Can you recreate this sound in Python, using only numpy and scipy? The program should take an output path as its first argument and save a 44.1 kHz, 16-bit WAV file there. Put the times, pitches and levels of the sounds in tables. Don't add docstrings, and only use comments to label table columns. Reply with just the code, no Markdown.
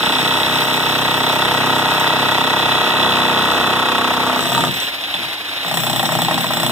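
import sys
import numpy as np
from scipy import signal
from scipy.fft import rfft, irfft, next_fast_len
from scipy.io import wavfile

SR = 44100
rng = np.random.default_rng(int(sys.argv[2]) if len(sys.argv) > 2 else 0)


def write(x):
    x = np.atleast_2d(x).T
    wavfile.write(sys.argv[1], SR, np.round(np.clip(x, -1, 1) * 32767).astype(np.int16))


N = 295911

SIZE = next_fast_len(N + 8192, real=True) // 2 * 2
HZ = np.maximum(np.arange(SIZE // 2 + 1) * SR / SIZE, 1)

GRIT_SNAP = 0.17
REBOUND_S = .015


def first_hammer():
    # t/s, rate/(blows/s)
    piston_rate = [(0, 32.36), (2.85, 32.36), (3.3, 31.63), (3.7, 31.44), (4.4, 32.9), (4.85, 33.02)]
    # t/s, boom level/dB, thud level/dB, steel level/dB, grit level/dB
    lean_force = [(0, -24.5, -18.5, -19.5, -36), (0.8, -22.5, -19, -22.5, -36),
                  (1.7, -22, -15.5, -23.5, -45), (2.5, -23, -15, -22.5, -62), (3.0, -26.5, -16, -19.5, -41),
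                  (3.6, -21.5, -17, -24, -45), (4.1, -40, -20.5, -34, -42), (4.55, -25.5, -27, -22.5, -32),
                  (4.85, -37.5, -46, -33, -29)]
    run = blows(.0304, piston_rate, lean_force)
    return steady_hammer(run, limp_s=.0004, jitter_s=.00002)


def second_hammer():
    # t/s, rate/(blows/s)
    piston_rate = [(0, 31.31), (0.3, 31.68), (1.05, 31.9), (1.45, 32.73), (1.85, 32.59), (2.25, 31.65),
                   (2.65, 33.12), (2.9, 33.3), (3.15, 31.58), (3.7, 32.22), (4.4, 31.43)]
    # t/s, boom level/dB, thud level/dB, steel level/dB, grit level/dB
    lean_force = [(0, -22, -19, -37, -37), (0.8, -35.5, -19.5, -31, -34), (1.7, -27.5, -17, -29, -35),
                  (2.5, -28.5, -17, -23.5, -42), (3.0, -22.5, -17, -24, -44), (3.6, -25, -15, -22, -37.5),
                  (4.0, -22.5, -16.5, -21, -49), (4.375, -23.5, -18.5, -35, -33)]
    run = blows(.0023, piston_rate, lean_force)
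    return run, steady_hammer(run, limp_s=0, jitter_s=.00007)


def blows(start_s, rate, force):
    t = np.arange(int(start_s * SR), N) / SR
    cycles = np.cumsum(at_time(rate, t)[0]) / SR
    times = np.interp(np.arange(int(cycles[-1]) + 1), cycles, t)
    leaned_on = (times >= force[0][0]) & (times <= force[-1][0])
    times = times[leaned_on]
    return np.array([times, *at_time(force, times)])


def steady_hammer(run, limp_s, jitter_s):
    times, boom_db, thud_db, steel_db, grit_db = run
    limp = limp_s * (np.arange(len(times)) % 2 - .5)
    times = times + limp + jitter_s * rng.standard_normal(len(times))
    boom = strike(times + .0035, boom_db, attack_s=.037, tail_s=.042, tail_db=-10, loose=.059, spread_db=0)
    thud = strike(times + .0044, thud_db, attack_s=.003, tail_s=.022, tail_db=-7, loose=.22,
                  spread_db=.5, snap=.5)
    crack = strike(times, steel_db, attack_s=.002, tail_s=.018, tail_db=-16, loose=.1,
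                   spread_db=.7, snap=.58)
    grit = strike(times, grit_db, attack_s=.0017, tail_s=.064, tail_db=-10.5, loose=1,
                  spread_db=3.5, snap=GRIT_SNAP)
    return np.array([boom, thud, crack, grit])


def strike(times, level_db, attack_s, tail_s, tail_db, loose, spread_db, snap=0):
    t = np.arange(4096) / SR
    fade = np.exp(-t / attack_s) + from_db(tail_db) * np.exp(-t / tail_s)
    echoes = rfft(fade * rng.standard_normal(len(t)), 2 * len(t))
    echoes = irfft(echoes / abs(echoes) ** .8)[:len(t)]
    stroke = SR / 32
    echoes *= np.sqrt(stroke / np.sum(echoes ** 2))
    power = fade ** 2 * stroke / np.sum(fade ** 2)
    hits = np.zeros(N)
    places = np.clip(np.round(times * SR).astype(int), 0, N - 1)
    hits[places] = from_db(level_db + spread_db * rng.standard_normal(len(times)))
    crumble = np.sqrt(abs(signal.oaconvolve(hits ** 2, power)[:N])) * rng.standard_normal(N)
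    loose = np.clip(loose, 0, 1)
    burst = np.sqrt(1 - loose) * signal.oaconvolve(hits, echoes)[:N] + np.sqrt(loose) * crumble
    snap = np.clip(snap, 0, 1)
    return np.sqrt(snap * stroke) * hits + np.sqrt(1 - snap) * burst


def steel_rebound(crack):
    t = np.arange(N) / SR
    delay_s = np.round(REBOUND_S * SR) / SR
    return from_db(-7.5) * np.interp(t - delay_s, t, crack, left=0)


def slab_knock(times):
    # t/s, level/dB
    knock_level = [(3.1, -23), (3.9, -24), (4.03, -19), (4.375, -14)]
    times = times[times >= knock_level[0][0]]
    return strike(times + .0005, at_time(knock_level, times)[0], attack_s=.003, tail_s=.01, tail_db=-12,
                  loose=.2, spread_db=.4, snap=.65)


def rattle(times):
    # t/s, level/dB
    rattle_level = [(0, -39), (0.5, -38.5), (1.0, -42), (1.5, -46), (2.0, -54)]
    times = times[times <= rattle_level[-1][0]]
    times = np.concatenate([times, times + REBOUND_S])
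    return strike(times + .002, at_time(rattle_level, times)[0], attack_s=.002, tail_s=.012, tail_db=-10,
                  loose=.9, spread_db=3, snap=.25)


def gliding_ring(drive):
    # t/s, f/Hz, level against the thud/dB
    piece_ring = [(2.8, 1020, -25), (3.05, 1080, -9), (3.3, 1120, -19), (3.85, 1150, -7), (4.0, 1140, -6),
                  (4.35, 1190, -12)]
    width_hz = 35
    hz, db = at_time(piece_ring, np.arange(N) / SR)
    turn = np.exp(2j * np.pi * np.cumsum(hz) / SR)
    keep = np.exp(-np.pi * width_hz / SR)
    envelope = signal.lfilter([np.sqrt(2 * (1 - keep ** 2))], [1, -keep], drive / turn)
    return from_db(db) * np.real(turn * envelope)


def last_hammer():
    # t/s, thud gain/dB, steel gain/dB, grit gain/dB
    last_rows = [(4.392, -5, -17, -31), (4.427, -10, -24, -28), (4.455, -7.5, -26, -26),
                 (4.49, -12, -31, -26), (4.519, -5.5, -22, -25), (4.549, -4, -13, -23),
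                 (4.578, -2, -17, -28), (4.607, -9.5, -15, -24), (4.638, -2, -16, -29),
                 (4.67, -7.5, -24, -34)]
    return uneven_hammer(last_rows, boom_db=-17, thud_db=-9.5, steel_db=-7, grit_db=-3.5)


def edge_hammer():
    # t/s, thud gain/dB, steel gain/dB, grit gain/dB
    edge_rows = [(5.141, -17, -15, -38), (5.647, -14, -29, -32), (5.682, -18, -21, -30),
                 (5.713, -11.5, -19, -30), (5.741, -12.5, -13.5, -22), (5.772, -8, -15, -22.5),
                 (5.803, -17, -19, -24), (5.835, -10.5, -14, -23), (5.867, -10, -15, -27),
                 (5.898, -10.5, -16, -24), (5.931, -10, -11.5, -25), (5.961, -11.5, -17, -24.5),
                 (5.995, -9, -12, -25), (6.029, -6.5, -21, -26), (6.056, -12, -13.5, -22),
                 (6.091, -7, -26, -32), (6.121, -7, -23, -23), (6.152, -9.5, -16, -26),
                 (6.188, -8.5, -26, -26.5), (6.218, -6.5, -12.5, -25), (6.248, -14, -13.5, -30),
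                 (6.284, -7, -15, -30), (6.311, -5, -18, -25.5), (6.342, -11, -11.5, -27),
                 (6.379, -6.5, -20, -26), (6.407, -15, -18, -27), (6.443, -9, -36, -29),
                 (6.467, -18, -19, -26), (6.506, -8, -23, -29), (6.535, -9.5, -16, -25.5),
                 (6.57, -9.5, -17, -27), (6.6, -9, -14.5, -25), (6.632, -6.5, -17, -25),
                 (6.664, -11.5, -15, -24), (6.695, -9, -22, -28)]
    return uneven_hammer(edge_rows, boom_db=-13, thud_db=-9.5, steel_db=-6, grit_db=-1)


def uneven_hammer(rows, boom_db, thud_db, steel_db, grit_db):
    times, thud, steel, grit = np.transpose(rows)
    thud_times = np.concatenate([times, times + .014])
    thuds = np.concatenate([thud, thud - 12])
    boom_drive = strike(times + .002, thud + boom_db, attack_s=.04, tail_s=.065, tail_db=14,
                        loose=.3, spread_db=0)
    thud_drive = strike(thud_times, thuds + thud_db, attack_s=.004, tail_s=.02, tail_db=-10,
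                        loose=.55, spread_db=0, snap=.24)
    crack_drive = strike(times, steel + steel_db, attack_s=.003, tail_s=.012, tail_db=-16,
                         loose=.4, spread_db=0, snap=.2)
    grit_drive = strike(times, grit + grit_db, attack_s=.0022, tail_s=.049, tail_db=-7,
                        loose=.94, spread_db=1, snap=GRIT_SNAP)
    return np.array([boom_drive, thud_drive, crack_drive, grit_drive])


def idle_chisel():
    # t/s, gain/dB
    clink_rows = [(4.7626, -12), (4.7935, -14), (4.8032, -11), (4.808, -12), (4.8222, -9), (4.869, -9),
                  (5.0382, -7), (5.163, -9.5), (5.612, -11)]
    times, db = np.transpose(clink_rows)
    clinks = strike(times, db - 14.5, attack_s=.0015, tail_s=.021, tail_db=0, loose=.59, spread_db=1, snap=.23)
    bump = strike(np.array([5.19]), -30, attack_s=.06, tail_s=.11, tail_db=0, loose=.32, spread_db=1)
    return clinks, bump


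def ring_slab(boom, first_thud, second_thud, knock, crack, grit, rattling, ports):
    # f/Hz, width/Hz, relative level/dB
    boom_modes = [(65, 6.4, -20), (99, 11, -12), (129, 17, -4.5), (161.6, 71, -6), (205, 86, -6),
                  (256, 14, 1.5), (306, 205, -5.5), (361, 15, -6), (404, 125, -3.5), (488, 32, 1)]
    # f/Hz, width/Hz, relative level/dB
    first_modes = [(412, 70, -9), (630, 80, 0), (735, 100, -2.5), (924, 86, 6.5), (1000, 42, -12),
                   (1192, 58, 3), (1320, 36, 0), (1550, 180, -7.5), (1930, 94, -4), (1080, 1240, -3.5)]
    second_modes = [(479, 45, -7), (628, 85, -3), (702, 126, 2), (891, 40, 5), (1140, 65, -15),
                    (1296, 104, 0.5), (1460, 84, -2), (1770, 130, -14), (1160, 1300, -7.5)]
    # f/Hz, width/Hz, relative level/dB
    knock_modes = [(252, 21, 1), (688, 88, 5.5), (919, 52, 7), (1220, 175, -1), (1470, 160, -23),
                   (1000, 1200, -8.5)]
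    # f/Hz, width/Hz, relative level/dB
    crack_modes = [(1893, 80, -4), (2620, 230, -1), (2970, 410, -2), (3335, 430, 0), (3496, 37, 7),
                   (3885, 290, 0.5)]
    # f/Hz, width/Hz, relative level/dB
    chisel_modes = [(5330, 1000, -3), (5900, 260, 5.5), (7730, 380, 6), (8850, 2800, -13), (10330, 120, 2),
                    (10600, 2100, -11), (13400, 200, 2)]
    top_modes = [(14900, 45, 9)]
    # f/Hz, width/Hz, relative level/dB
    rattle_modes = [(5500, 250, 1), (7940, 220, -1), (10700, 200, -8)]
    layers = [(boom, boom_modes), (first_thud, first_modes), (second_thud, second_modes), (knock, knock_modes),
              (crack, crack_modes), (grit, [*chisel_modes, *top_modes]), (rattling, rattle_modes)]
    return sum(colour(drive, resonances(modes), ports) for drive, modes in layers)


def ring_edge(boom, thud, grit, loose_grit, ports):
    # f/Hz, width/Hz, relative level/dB
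    boom_modes = [(126.6, 23, 1.5), (167, 42, 3.5), (251, 44, 2.5), (337, 16.3, 1), (494, 400, -13.5)]
    thud_modes = [(610, 56, 5.5), (690, 140, 5), (810, 220, 6.5), (960, 220, 3.5), (1300, 150, -2),
                  (1880, 160, 0), (800, 700, -2)]
    # f/Hz, width/Hz, relative level/dB
    chisel_modes = [(5370, 170, 9), (5800, 460, 5.5), (7770, 200, 14.5), (7800, 870, 6), (9500, 340, -8),
                    (10410, 230, 7), (11100, 400, -0.5), (12200, 2100, -7), (13600, 340, 6), (15000, 70, 7)]
    # f/Hz, width/Hz, relative level/dB
    loose_modes = [(5640, 550, 3), (7700, 510, 8), (9300, 710, 1), (12500, 3000, -10)]
    layers = [(boom, boom_modes), (thud, thud_modes), (grit, chisel_modes), (loose_grit, loose_modes)]
    return sum(colour(drive, resonances(modes), ports) for drive, modes in layers)


def motors(ports):
    # t/s, level/dB
    motor_level = [(0, -18.5), (4.3, -21), (4.8, -21), (5.0, -24), (5.2, -20.5), (5.4, -24), (5.6, -22),
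                   (6.7, -20.5)]
    # f/Hz, relative level per Hz/dB
    motor_spectrum = [(60, -6), (130, -10.5), (430, -6.5), (750, 0.5), (1100, -2), (1600, -1.5),
                      (2250, 2.5), (2900, 1), (3800, 6), (4400, -8.5), (5200, -8), (6300, -20.5),
                      (9000, -20.5), (15500, -21.5)]
    # t/s, speed/(turns/s)
    armature_speed = [(0, 300), (4.6, 326), (4.8, 287), (5.05, 290), (5.2, 290), (5.3, 325), (5.42, 300),
                      (5.65, 270), (5.85, 260), (6.7, 185)]
    # multiple of the armature speed, level/dB
    whine_tones = [(1, -40.5), (2, -56)]
    t = np.arange(N) / SR
    turns = np.cumsum(at_time(armature_speed, t)[0] * (1 + .0048 * waver(20))) / SR
    pulse = 1 + .099 * np.sin(2 * np.pi * turns)
    air = rng.standard_normal(N) * pulse * from_db(at_time(motor_level, t)[0] + 1.7 * waver(90))
    whine = sum(from_db(db + 2 * waver(22.16)) * np.sin(2 * np.pi * multiple * turns)
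                for multiple, db in whine_tones)
    heard_air = colour(air, from_db(at_hz(motor_spectrum)), ports)
    heard_whine = irfft(rfft(whine, SIZE) * ports)[:, :N]
    return heard_air + heard_whine


def waver(per_s):
    knots = rng.standard_normal(int(N / SR * per_s) + 2)
    return np.interp(np.arange(N) / SR * per_s, np.arange(len(knots)), knots)


def microphones():
    # f/Hz, level difference/dB
    balance = [(60, 1.0), (110, 0.5), (200, -1.5), (380, -3.0), (700, 0.0), (1290, 1.5), (2380, -0.5),
               (4400, -1.0), (8120, 7.0), (15000, 2.0)]
    # f/Hz, phase lag/rad
    left_lag = [(1500, 0), (2270, 3.14), (2760, 5.2), (4500, 9.4), (5200, 11.3), (15000, 11.3)]
    # f/Hz, relative level/dB
    scatter_level = [(60, 1), (250, -6), (700, -10), (1500, -11), (2250, -8), (3500, -9), (6000, -6),
                     (15000, 3)]
    side = np.array([[1], [-1]]) / 2
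    direct = np.exp(-1j * side * at_hz(left_lag))
    t = np.arange(4096) / SR
    scatter = rfft(rng.standard_normal((2, len(t))) * np.exp(-t / .012), SIZE)
    scatter /= np.sqrt(np.mean(abs(scatter) ** 2))
    scatter -= scatter.mean(axis=0) / (1 + (HZ / 1800) ** 4)
    return from_db(side * at_hz(balance)) * (direct + from_db(at_hz(scatter_level)) * scatter)


def colour(x, gain, ports):
    cepstrum = irfft(np.log(gain + 1e-6))
    cepstrum[1:SIZE // 2] *= 2
    cepstrum[SIZE // 2 + 1:] = 0
    response = np.exp(rfft(cepstrum)) * ports
    response /= np.sqrt(np.mean(abs(response.mean(axis=0)) ** 2))
    return irfft(rfft(x, SIZE) * response)[:, :N]


def resonances(modes, skirt=1.676):
    grid = HZ[::8]
    power = sum(from_db(db) ** 2 / (1 + ((grid - hz * hz / grid) / width) ** 2) ** skirt
                for hz, width, db in modes)
    return np.interp(HZ, grid, np.sqrt(power))


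def from_db(db):
    return 10 ** (np.asarray(db) / 20)


def at_time(rows, t):
    s, *columns = np.transpose(rows)
    return np.array([np.interp(t, s, column) for column in columns])


def at_hz(points):
    hz, value = np.transpose(points)
    return np.interp(np.log(HZ), np.log(hz), value)


def scene():
    slab_ports, edge_ports, motor_ports = microphones(), microphones(), microphones()
    first = first_hammer()
    second_run, second = second_hammer()
    second_times = second_run[0]
    boom, _, crack, grit = first + second
    last_boom, last_thud, last_crack, last_grit = last_hammer()
    edge_boom, edge_thud, edge_crack, edge_grit = edge_hammer()
    clinks, bump = idle_chisel()
    knock = slab_knock(second_times) + last_thud
    steel = crack + steel_rebound(first[2]) + last_crack + edge_crack + clinks
    slab = ring_slab(boom, first[1], second[1], knock, steel, grit, rattle(second_times), slab_ports)
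    edge = ring_edge(edge_boom + last_boom + bump, edge_thud, edge_grit, last_grit, edge_ports)
    return slab + gliding_ring(second[1]) + edge + motors(motor_ports)


def record(dry):
    thin = signal.sosfilt(signal.butter(8, 60, "high", fs=SR, output="sos"), dry)
    rounded = 0.9 * np.tanh(thin / 1.42)
    return signal.sosfilt(signal.ellip(10, .1, 90, 15500, fs=SR, output="sos"), rounded)


dry = scene()
out = record(dry)
write(out)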